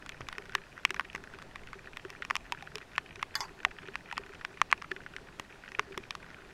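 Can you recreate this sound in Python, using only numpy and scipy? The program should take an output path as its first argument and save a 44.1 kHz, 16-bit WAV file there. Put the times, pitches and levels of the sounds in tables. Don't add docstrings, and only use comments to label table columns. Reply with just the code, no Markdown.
import sys
import numpy as np
from scipy import signal
from scipy.fft import rfft, irfft, next_fast_len
from scipy.io import wavfile
from scipy.ndimage import uniform_filter1d, map_coordinates

SR = 44100
rng = np.random.default_rng(int(sys.argv[2]) if len(sys.argv) > 2 else 0)


def transcribe(signal):
    frames = np.atleast_2d(signal).T
    limited = np.clip(frames, -1, 1)
    pcm = np.round(limited * 32767).astype(np.int16)
    wavfile.write(sys.argv[1], SR, pcm)


N = 287971
SHORT = 2048
SHORT_TIME, SHORT_HZ = np.arange(SHORT) / SR, np.fft.rfftfreq(SHORT, 1 / SR)
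VARY_DB = 2.5


def amp(db):
    return 10 ** (np.asarray(db) / 20)


def unit(x):
    return x / np.sqrt(np.mean(x ** 2) + 1e-20)


def burst(spectrum):
    x = irfft(spectrum, SHORT)
    return x * np.sqrt(SR * .01 / (np.sum(x ** 2, axis=-1, keepdims=True) + 1e-30))


def gain_at(points, hz):
    f, db = np.transpose(points)
    return amp(np.interp(np.log(hz + 1), np.log(f + 1), db))


def wobble(rate):
    return map_coordinates(rng.standard_normal(int(N * rate / SR) + 4), [np.arange(N) * rate / SR])


def add(track, s, sound):
    part = track[max(round(s * SR), 0):][:len(sound)]
    part += sound[:len(part)]


def passband(kind, hz, order):
    return signal.freqz(*signal.butter(order, hz, kind, fs=SR), SHORT_HZ, fs=SR)[1]


def resonate(tones, weights):
    f = SHORT_HZ
    peaks = [amp(db) * 1j * f * width / (hz * hz - f * f + 1j * f * width) for hz, width, db in tones]
    return weights @ np.array(peaks)


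def struck_near(tones, pitch_hz, spread_octaves=0.26):
    away = np.log2(np.array(tones)[:, 0] / pitch_hz[:, None]) / spread_octaves
    return resonate(tones, np.exp(-away ** 2 / 2) * amp(VARY_DB * rng.standard_normal(away.shape)))


def ring(tones, attack_s, detune, vary_db=VARY_DB):
    t = np.arange(SR // 2) / SR
    tune = 1 + detune * rng.normal()
    x = np.zeros(len(t))
    for hz, db, t60 in tones:
        fade = amp(db + vary_db * rng.normal() - 60 * t / t60)
        x += fade * np.sin(2 * np.pi * (hz * tune * t + rng.random()))
    x *= 1 - np.exp(-t / attack_s)
    return x / np.abs(x).max()


def rush(colour, patchy_db):
    noise = signal.stft(rng.standard_normal(N + SHORT), nperseg=512)[2]
    patches = uniform_filter1d(rng.standard_normal(noise.shape), size=6, axis=0)
    patches = uniform_filter1d(patches, size=6, axis=1)
    x = signal.istft(noise * amp(patchy_db * unit(patches)), nperseg=512)[1]
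    m = next_fast_len(len(x))
    return unit(irfft(rfft(x, m) * gain_at(colour, np.fft.rfftfreq(m, 1 / SR)), m)[:N])


# f/Hz, level/dB
RAIN_COLOUR = [(40, 6.5), (90, 4), (170, 4.5), (230, 1.5), (330, 0.5), (500, -2.5), (620, -2), (1200, -5.5),
               (1800, -6), (2200, -10.5), (2550, -9), (3300, -14), (5100, -17.5), (8000, -24.5),
               (12000, -31), (15000, -40.5)]
def far_rain(level_db=-54):
    return amp(level_db) * rush(RAIN_COLOUR, patchy_db=1.5)


# multiple of the firing rate, level/dB
ENGINE_TONES = [(1, 5), (2, -11), (3, -15), (4, 7)]
# f/Hz, level/dB
RUMBLE_COLOUR = [(8, 13), (18, 2), (38, 7), (60, -6), (110, -16), (400, -37), (1500, -90)]
# t/s, level/dB
ENGINE_SWELL = [(0.0, -56.5), (1.09, -72.5), (1.71, -55.5), (2.0, -66.5), (5.53, -74), (6.18, -80),
                (6.53, -64)]
def idling_engine(firing_hz=37.4, throb_db=-3.5, rumble_db=1):
    swell_db = np.interp(np.arange(N) / SR, *np.transpose(ENGINE_SWELL))
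    firings = np.cumsum(firing_hz * (1 + 0.0493 * wobble(3.3))) / SR
    throb = sum(amp(db + 7.9 * wobble(6.2)) * np.sin(2 * np.pi * (k * firings + rng.random()))
                for k, db in ENGINE_TONES)
    rumble = rush(RUMBLE_COLOUR, patchy_db=-2)
    return amp(swell_db) * (amp(throb_db) * unit(throb) + amp(rumble_db) * rumble)


# t/s, level/dB
BUMP_HITS = [(0.21, -42)]
# f/Hz, level/dB, fade/s
MOUNT_TONES = [(37.7, -14, .5), (70.4, 0, 0.23), (117, 1, 0.11), (236, -32, 0.013)]
def helmet_bump():
    out = np.zeros(N)
    for s, db in BUMP_HITS:
        add(out, s, amp(db) * ring(MOUNT_TONES, attack_s=0.0072, detune=.01))
    return out


# t/s, level/dB
HOLLOW_DROPS = [(0.38, -42.5), (0.55, -42.5), (0.904, -39), (2.05, -35), (2.755, -39), (3.884, -40.5),
                (4.195, -40.5), (4.914, -35.5), (5.789, -34), (5.908, -42.5), (5.974, -34.5)]
# f/Hz, level/dB, fade/s
HOLLOW_TONES = [(391, -1.5, 0.064), (486, -18.5, 0.036), (262, -25.5, 0.11)]
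def helmet_hollow(small_db=-45, range_db=14, count=130):
    out = np.zeros(N)
    for s, db in HOLLOW_DROPS:
        add(out, s, amp(db) * ring(HOLLOW_TONES, attack_s=0.0036, detune=0.035))
    for when, smallness in rng.random((count, 2)):
        db = small_db - range_db * np.sqrt(smallness)
        add(out, when * N / SR, amp(db) * ring(HOLLOW_TONES, attack_s=0.0074, detune=0.011))
    return out


# t/s, level/dB, f/Hz
VISOR_DROPS = [(2.5225, -28.5, 955), (2.625, -40, 810), (3.662, -39, 745), (4.1265, -32, 965)]
def visor(t60=0.043):
    out = np.zeros(N)
    for s, db, hz in VISOR_DROPS:
        tones = [(hz, 0, t60), (0.853 * hz, -7, t60), (0.935 * hz, -7, t60)]
        add(out, s, amp(db) * ring(tones, attack_s=0.00046, detune=.002))
    return out


# t/s, level/dB
CLACK_HITS = [(3.3537, -17), (3.406, -22.5)]
# f/Hz, level/dB, fade/s
METAL_TONES = [(877, -3.5, 0.14), (960, -3.5, .09), (1116, -2, 0.12), (1610, -11, .07), (2020, -5, 0.059),
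               (2970, 1, 0.038), (3460, 1, 0.066), (4460, -8, .05), (4550, 4, 0.03), (4900, 10.5, 0.029),
               (5200, -6, .05), (6520, -8, 0.058)]
# f/Hz, level/dB
SCRAPE_COLOUR = [(400, -32), (850, 10.5), (2000, 3.5), (3900, -10), (4500, 8), (5000, -1), (5700, -5.5),
                 (6700, -5), (8700, -11.5), (10000, -22), (11400, -16), (15500, -35)]
def bike_clacks(ring_db=-4, scrape_db=-9, scrape_t60=0.02, rattle_db=-17, rattle_t60=0.19):
    out, t = np.zeros(N), np.arange(SR // 2) / SR
    grit = rush(SCRAPE_COLOUR, patchy_db=7.5)
    for s, db in CLACK_HITS:
        fade = amp(scrape_db - 60 * t / scrape_t60) + amp(rattle_db - 60 * t / rattle_t60)
        ringing = amp(ring_db) * ring(METAL_TONES, attack_s=0.00054, detune=0.0026, vary_db=1.5)
        add(out, s, amp(db) * (ringing + fade * grit[round(s * SR):][:len(t)]))
    return out


# f/Hz, level/dB
SPLASH_COLOUR = [(2500, -36.5), (3400, 3.5), (4000, -3.5), (4700, -5), (5500, -1), (6500, -7.5),
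                 (8300, -15), (11500, -21), (15500, -32)]
def splashes(count, t60, spray):
    force = spray * rng.standard_normal((count, SHORT)) * amp(-60 * SHORT_TIME / t60)
    force[:, 0] += 1
    cepstrum = irfft(np.log(gain_at(SPLASH_COLOUR, SHORT_HZ)))
    cepstrum[1:SHORT // 2] *= 2
    cepstrum[SHORT // 2 + 1:] = 0
    return burst(rfft(force) * np.exp(rfft(cepstrum)))


def through_shell(sounds, t60):
    paths = rng.standard_normal(sounds.shape) * amp(-60 * SHORT_TIME / t60)
    return burst(rfft(sounds) * rfft(paths))


# f/Hz, width/Hz, level/dB
SHELL_TONES = [(1160, 610, -16), (1520, 200, 14), (1727, 130, 3.5), (1870, 180, 3.5), (2432, 330, 3),
               (2950, 160, -9)]
def shell_ticks(pitch_hz):
    contact = passband("high", 1050, order=2) * passband("low", 2670, order=3)
    return through_shell(burst(struck_near(SHELL_TONES, pitch_hz) * contact), t60=0.014)


# t/s, level/dB, f/Hz
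BIG_SHELL_DROPS = [(0.778, -44, 1960), (0.9633, -42.5, 2000), (1.3369, -46, 1880), (1.8726, -45, 2160),
                   (2.05, -44, 1900), (2.2217, -35.5, 1970), (2.6735, -44, 1790), (3.786, -44.5, 2220),
                   (3.884, -44.5, 1670), (4.113, -39.5, 1830), (4.169, -41.5, 1950), (4.844, -44, 1690),
                   (4.9144, -37.5, 1820), (4.9163, -34.5, 2060), (4.9632, -43, 2040), (5.0631, -41, 1560),
                   (5.749, -39, 2270), (5.788, -41, 1450)]
def patter(top_db=-46, range_db=20, rarity=0.67, splash_db=-22, splash_vary_db=5, count=500):
    shower_db = top_db - range_db * np.linspace(0, 1, count) ** rarity
    shower = np.column_stack([rng.uniform(0, N / SR, count), shower_db, rng.uniform(1510, 2550, count)])
    times, level_db, pitch_hz = np.vstack([BIG_SHELL_DROPS, shower]).T
    wetness = amp(splash_db + splash_vary_db * rng.standard_normal((len(times), 1)))
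    sounds = shell_ticks(pitch_hz) + wetness * splashes(len(times), t60=0.003, spray=0.48)
    out = np.zeros(N)
    for s, db, sound in zip(times, level_db, sounds):
        add(out, s, amp(db) * sound)
    return out


# t/s, level/dB, f/Hz, wall tap above panel ring/dB
CASE_DROPS = [(0.0626, -46.5, 2200, 2), (0.093, -42, 2550, -16), (0.2082, -44, 1950, 5),
              (0.287, -38, 2480, 0), (0.3276, -41, 2220, -5), (0.3829, -38.5, 2200, -12),
              (0.551, -34.5, 3100, -10), (0.552, -26.5, 1980, -2.5), (0.8513, -21, 2600, -8),
              (0.9063, -32, 2310, -21), (0.9444, -39, 2300, -1), (0.9963, -27, 1980, 0),
              (1.0088, -39.5, 1950, 1), (1.1501, -37, 2070, -5), (1.1597, -42, 2100, -3),
              (1.3873, -49, 1960, -2), (1.424, -49.5, 2320, 7), (1.5584, -41, 2120, -3),
              (1.7313, -39.5, 1730, 1), (1.971, -40.5, 2300, -6), (2.103, -44.5, 2300, -2),
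              (2.25, -42, 2200, -3), (2.301, -35, 2040, 3), (2.3085, -27, 1920, 3),
              (2.3547, -29.5, 2470, -3.5), (2.3657, -34.5, 2570, -3.5), (2.5223, -33.5, 2480, -8),
              (2.6246, -47, 2300, -2), (2.7559, -40, 2960, -8), (2.7827, -44.5, 2330, -8.5),
              (2.9807, -25.5, 2130, -2.5), (3.1581, -48.5, 2400, -10), (3.2283, -28, 2100, 1),
              (3.65, -22.5, 2160, -5), (3.9559, -35, 2150, -6), (4.1263, -41.5, 2260, -10),
              (4.179, -31, 2350, 3), (4.4496, -34.5, 2180, -7), (4.6161, -19.5, 2120, 6.5),
              (4.7146, -38.5, 2450, -8), (4.7271, -18.5, 1930, 0.5), (4.822, -40.5, 2060, 6),
              (5.1645, -40.5, 2040, -11), (5.3974, -36.5, 2290, -3.5), (5.7188, -47, 2040, -7),
              (5.7946, -24, 2130, -1), (5.9769, -35.5, 2370, -1.5), (6.1076, -36.5, 2730, -4),
              (6.152, -39.5, 2270, 6.5)]
# f/Hz, width/Hz, level/dB
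WALL_TONES = [(897, 80, -16.5), (1137, 253, 3.5)]
# f/Hz, width/Hz, level/dB
PANEL_TONES = [(1770, 480, 11), (2073, 350, 9.5), (2240, 320, -9.5), (2640, 420, 18), (3134, 670, 26)]
# t/s, level/dB
CASE_JOLTS = [(0.207, -44.5), (0.8508, -43), (1.148, -44), (5.3988, -45.5), (5.9751, -44)]
def case_drops(ring_db=1, thud_db=-26, shell_db=-19, far_db=-56, lead_s=.0001):
    times, level_db, pitch_hz, wall_db = np.transpose(CASE_DROPS)
    panel_db = level_db - 10 * np.log10(1 + amp(wall_db) ** 2)
    splash_db = -45 + 0.65 * (level_db + 30) + 22.5 * np.log2(pitch_hz / 2100)
    contact = -passband("high", 1290, order=2) * passband("low", 1906, order=3)
    wall_weights = amp(VARY_DB * rng.standard_normal((len(times), len(WALL_TONES))))
    taps = burst(resonate(WALL_TONES, wall_weights) * contact)
    rings = burst(struck_near(PANEL_TONES, pitch_hz) * contact)
    far_share = 1 / (1 + amp(splash_db - far_db)[:, None])
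    rings = np.sqrt(1 - far_share) * rings + np.sqrt(far_share) * shell_ticks(pitch_hz)
    rings += amp(shell_db) * through_shell(rings, t60=0.034)
    thud = burst(-passband("low", 540, order=2) * passband("high", 100, order=1))
    sounds = (amp(panel_db + wall_db)[:, None] * (taps + amp(thud_db) * thud)
              + amp(panel_db + ring_db)[:, None] * rings
              + amp(splash_db)[:, None] * splashes(len(times), t60=0.0051, spray=0.49))
    out = np.zeros(N)
    for s, sound in zip(times, sounds):
        add(out, s - lead_s, sound)
    for s, db in CASE_JOLTS:
        add(out, s, amp(db) * thud)
    return out


def scene():
    near_drops = case_drops() + patter() + helmet_hollow() + visor()
    return (near_drops + helmet_bump() + bike_clacks() + far_rain() + idling_engine())[None]


def record(dry):
    top_hz = 16300
    m = next_fast_len(N + SHORT)
    treble_cut = 1 / (1 + (np.fft.rfftfreq(m, 1 / SR) / top_hz) ** 120)
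    return irfft(rfft(dry, m) * treble_cut, m)[..., :N]


dry = scene()
out = record(dry)
transcribe(out)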